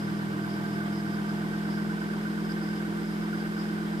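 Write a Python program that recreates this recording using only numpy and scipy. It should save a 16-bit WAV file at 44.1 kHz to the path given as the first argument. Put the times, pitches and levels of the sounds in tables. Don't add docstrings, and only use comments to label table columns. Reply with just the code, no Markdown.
import sys
import numpy as np
from scipy import signal
from scipy.fft import rfft, irfft
from scipy.io import wavfile

SR = 44100
rng = np.random.default_rng(int(sys.argv[2]) if len(sys.argv) > 2 else 0)


def store_pcm(level_fs):
    pcm = np.round(np.clip(level_fs, -1, 1) * 32767).astype(np.int16)
    wavfile.write(sys.argv[1], SR, np.atleast_2d(pcm).T)


N = 176400
CYLINDERS, FIRING_LAG_CYCLES = 5, 0.014

# t/s, speed/rpm
CRANK_RPM = [(0.0, 979.2), (0.3, 974.3), (0.6, 984.7), (1.2, 988.7), (1.6, 999.8), (2.0, 997.1),
             (2.3, 1005.8), (2.7, 1003.2), (3.0, 1000.9), (3.3, 1011.6), (3.6, 1006.0), (4.0, 1007.7)]
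# multiple of the firing rate, level/dB, left minus right/dB
BOOM_HARMONICS = [(1, -57, 3), (2, -65, 4), (4, -37.5, -3.5), (5, -33, 1.4), (6, -76, 0)]
# t/s, gain/dB
BOOM_SWELL = [(0, -1.5), (.7, -1), (1.4, 0.2), (2.8, -0.5), (4, -0.7)]
# t/s, level/dB
THIRD_HARMONIC_FADE = [(0, -45), (.7, -45.5), (1.2, -48.5), (1.7, -52), (2.4, -58), (4, -68)]
# multiple of the engine cycle rate, level/dB
PANEL_LINES = [(21, -58), (22, -55), (23, -50), (24, -56), (26, -55), (27, -56), (30, -55), (32, -58),
               (35, -55), (36, -55), (37, -47), (38, -51), (40, -45), (41, -58), (42, -53), (43, -59),
               (45, -52), (46, -59), (48, -61), (50, -58), (53, -61), (54, -60), (55, -56), (56, -60)]
# f/Hz, relative level/dB
RUMBLE_SPECTRUM = [(20, -35), (35, -28), (60, -28), (85, -22), (110, -3), (145, -8.5), (187, -0.5),
                   (215, -4.5), (280, -0.5), (325, -5.5), (400, -4), (455, -5), (495, -12), (700, -20.5),
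                   (1500, -56)]
# f/Hz, relative level/dB
CLATTER_SPECTRUM = [(250, -9.5), (500, -1), (650, 0), (900, 0), (1030, 1.5), (1190, 1.5), (1300, -3),
                    (1560, 4.5), (1700, -5), (1830, 2.5), (1940, -8), (2070, -2.5), (2500, -12),
                    (3100, -10.5), (4300, -18), (6000, -33.5), (12000, -27)]
# place/cycles, Gaussian width/cycles, f/Hz, glide/(Hz per cycle), relative level/dB
BELT_CHIRPS = [(.09, 0.028, 1910, 0, -10), (.215, 0.023, 1536, 6, -1), (0.319, 0.023, 1553, 700, -1.5),
               (0.62, 0.038, 1493, -1500, 0.5), (0.709, 0.029, 1540, 1502, -0.5),
               (.735, 0.01, 1415, 0, 0.5), (.82, 0.016, 1513, -2000, -3), (.9, 0.068, 1012, 0, -6.5)]
# t/s, gain/dB
CHIRP_SWELL = [(0, -1.5), (.8, 0.5), (1.2, -1.5), (1.8, 2), (2.7, 0), (3.1, -4), (3.4, 2.5), (4, -3)]
# f/Hz, bandwidth/Hz, gain/dB
SIZZLE_RESONANCES = [(4775, 70, -2), (4895, 80, 0), (5065, 45, -1), (5165, 60, -1), (5270, 150, -9),
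                     (5560, 40, -9)]
# t/s, Gaussian width/s, boost/dB
SIZZLE_FLARES = [(0.023, .03, 7), (0.54, 0.035, 7.5), (0.705, 0.022, 4), (0.97, .03, 7.5), (1.14, .02, 4.5),
                 (1.30, .02, 7), (1.733, .028, 9), (2.40, 0.01, 5), (2.515, 0.013, 10.5), (2.64, 0.017, 4),
                 (2.692, 0.013, 8), (2.767, .015, 7), (3.11, .022, 5.5), (3.39, .025, 6),
                 (3.607, 0.022, 9.5)]
# multiple of the crank rate, relative level/dB
WHINE_TONES = [(42, 0), (52, -6), (71.75, 0), (37.5, -7)]
# t/s, level/dB
WHINE_FADE = [(0, -57.5), (.8, -52), (1.3, -52), (2.2, -63.5), (4, -62)]
# f/Hz, relative level/dB
AIR_SPECTRUM = [(500, -12), (3000, 6), (5500, 4.5), (6700, 2), (8200, 3.5), (10000, -1), (12500, -2.5),
                (14500, -5)]
# f/Hz, coherence (0-1)
MIC_COHERENCE = [(50, 0.9), (300, 0.83), (550, 0.41), (1100, 0.71), (1900, 0.69), (2500, 0.083),
                 (4000, .12), (5000, 0.19), (7000, 0.074), (14000, .03)]
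# f/Hz, left minus right/dB
MIC_BALANCE = [(100, -5), (300, -3), (700, -2), (1200, -3), (1600, -4), (2050, -4), (2500, 1), (3500, 3.5),
               (5000, 0), (8000, -1.5), (12000, 1)]
# f/Hz, lead of the left/rad
MIC_PHASE = [(100, 0.4), (330, 2), (430, -3.2), (620, -0.6), (850, -1), (1050, -2.5), (1350, -2),
             (1600, -2.5), (2000, -2.5), (2600, -6.5), (4000, -7)]

TIME = np.arange(N) / SR
FREQS = np.fft.rfftfreq(N, 1 / SR)


def undb(db):
    return 10 ** (np.asarray(db) / 20)


def level(x, db):
    return x * undb(db) / np.sqrt(np.mean(x ** 2))


def curve(rows):
    return np.interp(TIME, *np.array(rows).T)


def across(rows):
    hz, value = np.array(rows).T
    return np.interp(np.log(FREQS + 1e-3), np.log(hz), value)


def colour(x, spectrum):
    return irfft(rfft(x) * undb(across(spectrum)), N)


def resonate(x, hz, width_hz):
    f = FREQS + 1e-3
    return irfft(rfft(x) / (1 + 1j * (f * f - hz * hz) / (f * width_hz)), N)


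def drift(rate_hz):
    spectrum = rfft(rng.standard_normal(N)) * np.exp(-(FREQS / rate_hz) ** 2)
    return level(irfft(spectrum, N), 0)


def noise():
    return rng.standard_normal((2, N))


def pan(db):
    return undb(np.array([[db], [-db]]) / 2)


def mic_tilt(phase_scale=1):
    return undb(across(MIC_BALANCE) / 2) * np.exp(0.5j * phase_scale * across(MIC_PHASE))


def point_at_mic(x, phase_scale=1):
    tilt = mic_tilt(phase_scale)
    return irfft(rfft(x) * np.array([tilt, 1 / tilt]), N)


def diffuse_at_mic(pair):
    coherence = across(MIC_COHERENCE)
    mid = rfft(pair[0]) * np.sqrt(1 + coherence)
    side = rfft(pair[1]) * np.sqrt(1 - coherence)
    tilt = mic_tilt()
    return irfft(np.array([(mid + side) * tilt, (mid - side) / tilt]), N)


def throb(cycle, depth):
    return 1 + depth * np.cos(2 * np.pi * CYLINDERS * (cycle - FIRING_LAG_CYCLES))


def cabin_boom(cycle):
    firing_angle = 2 * np.pi * CYLINDERS * cycle
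    tones = 0
    for multiple, db, side_db in BOOM_HARMONICS:
        waver = 1 + 0.06 * drift(2.8)
        tones += undb(db) * pan(side_db) * waver * np.cos(multiple * firing_angle)
    third = np.cos(3 * firing_angle) * undb(curve(THIRD_HARMONIC_FADE)) * pan(db=2)
    return np.sqrt(2) * (tones * undb(curve(BOOM_SWELL)) + third)


def panel_buzz(cycle):
    angle = 2 * np.pi * (cycle - FIRING_LAG_CYCLES)
    lines = 0
    for multiple, db in PANEL_LINES:
        waver = 1 + 0.17 * (drift(5.5) + 1j * drift(5.6))
        loose_phase = rng.uniform(-np.pi, np.pi) + 0.7 * drift(3)
        phase = loose_phase if multiple % CYLINDERS else 0
        lines += undb(db) * np.real(waver * np.exp(1j * (multiple * angle + phase)))
    return np.sqrt(2) * undb(0.5) * lines * pan(db=-2.6)


def combustion_rumble(cycle):
    rumble = colour(noise(), RUMBLE_SPECTRUM) * throb(cycle, depth=0.13)
    return level(diffuse_at_mic(rumble), db=-44.5)


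def valve_clatter(cycle, repeat_share=0.31):
    sample_in_cycle = (cycle % 1 * N / cycle[-1]).astype(int)
    repeated = noise()[:, sample_in_cycle]
    knocks = np.sqrt(repeat_share) * repeated + np.sqrt(1 - repeat_share) * noise()
    waver = undb(0.59 * drift(23))
    clatter = colour(knocks * throb(cycle, depth=0.067) * waver, CLATTER_SPECTRUM)
    return level(diffuse_at_mic(clatter), db=-41.5)


def belt_chirps(cycle, jitter_hz=35, scatter_db=1.5):
    rub = 0
    for place, width, hz, glide, db in BELT_CHIRPS:
        offset = (cycle - place + 0.5) % 1 - 0.5
        pitch_hz = hz + glide * offset + jitter_hz * drift(153)
        envelope = np.exp(-0.5 * (offset / width) ** 2) * undb(db + scatter_db * drift(11))
        rub += envelope * np.sin(2 * np.pi * np.cumsum(pitch_hz) / SR)
    chirps = point_at_mic(rub * undb(curve(CHIRP_SWELL)), phase_scale=0.88)
    ring = resonate(chirps, hz=1568, width_hz=14)
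    return level(chirps, db=-48.2) + level(ring, db=-52.5)


def metallic_sizzle(cycle, flicker_db=1.4):
    shake = throb(cycle, depth=0.21)
    ring = sum(undb(db) * resonate(noise() * shake, hz, width) for hz, width, db in SIZZLE_RESONANCES)
    flare_db = sum(db * np.exp(-0.5 * ((TIME - at) / width) ** 2) for at, width, db in SIZZLE_FLARES)
    return level(diffuse_at_mic(ring), db=-59.5) * undb(flare_db + flicker_db * drift(20))


def belt_whine(cycle):
    crank_angle = 4 * np.pi * cycle
    tones = 0
    for per_turn, db in WHINE_TONES:
        gain = undb(db + drift(2.4))
        tones += gain * np.sin(per_turn * crank_angle + 0.15 * drift(2.7))
    return np.sqrt(2) * undb(curve(WHINE_FADE)) * point_at_mic(tones)


def air_hiss():
    return level(diffuse_at_mic(colour(noise(), AIR_SPECTRUM)), db=-54.5)


def scene():
    cycle = np.cumsum(curve(CRANK_RPM)) / SR / 120
    air = air_hiss()
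    engine = cabin_boom(cycle) + panel_buzz(cycle) + combustion_rumble(cycle) + valve_clatter(cycle)
    return engine + belt_chirps(cycle) + metallic_sizzle(cycle) + belt_whine(cycle) + air


def record(dry, low_cut_hz=20, top_hz=14500):
    low_cut = 1 - np.exp(-(FREQS / low_cut_hz) ** 2)
    high_cut = signal.ellip(16, 0.1, 80, top_hz, fs=SR, output="sos")
    return signal.sosfilt(high_cut, irfft(rfft(dry) * low_cut, N))


dry = scene()
out = record(dry)
store_pcm(out)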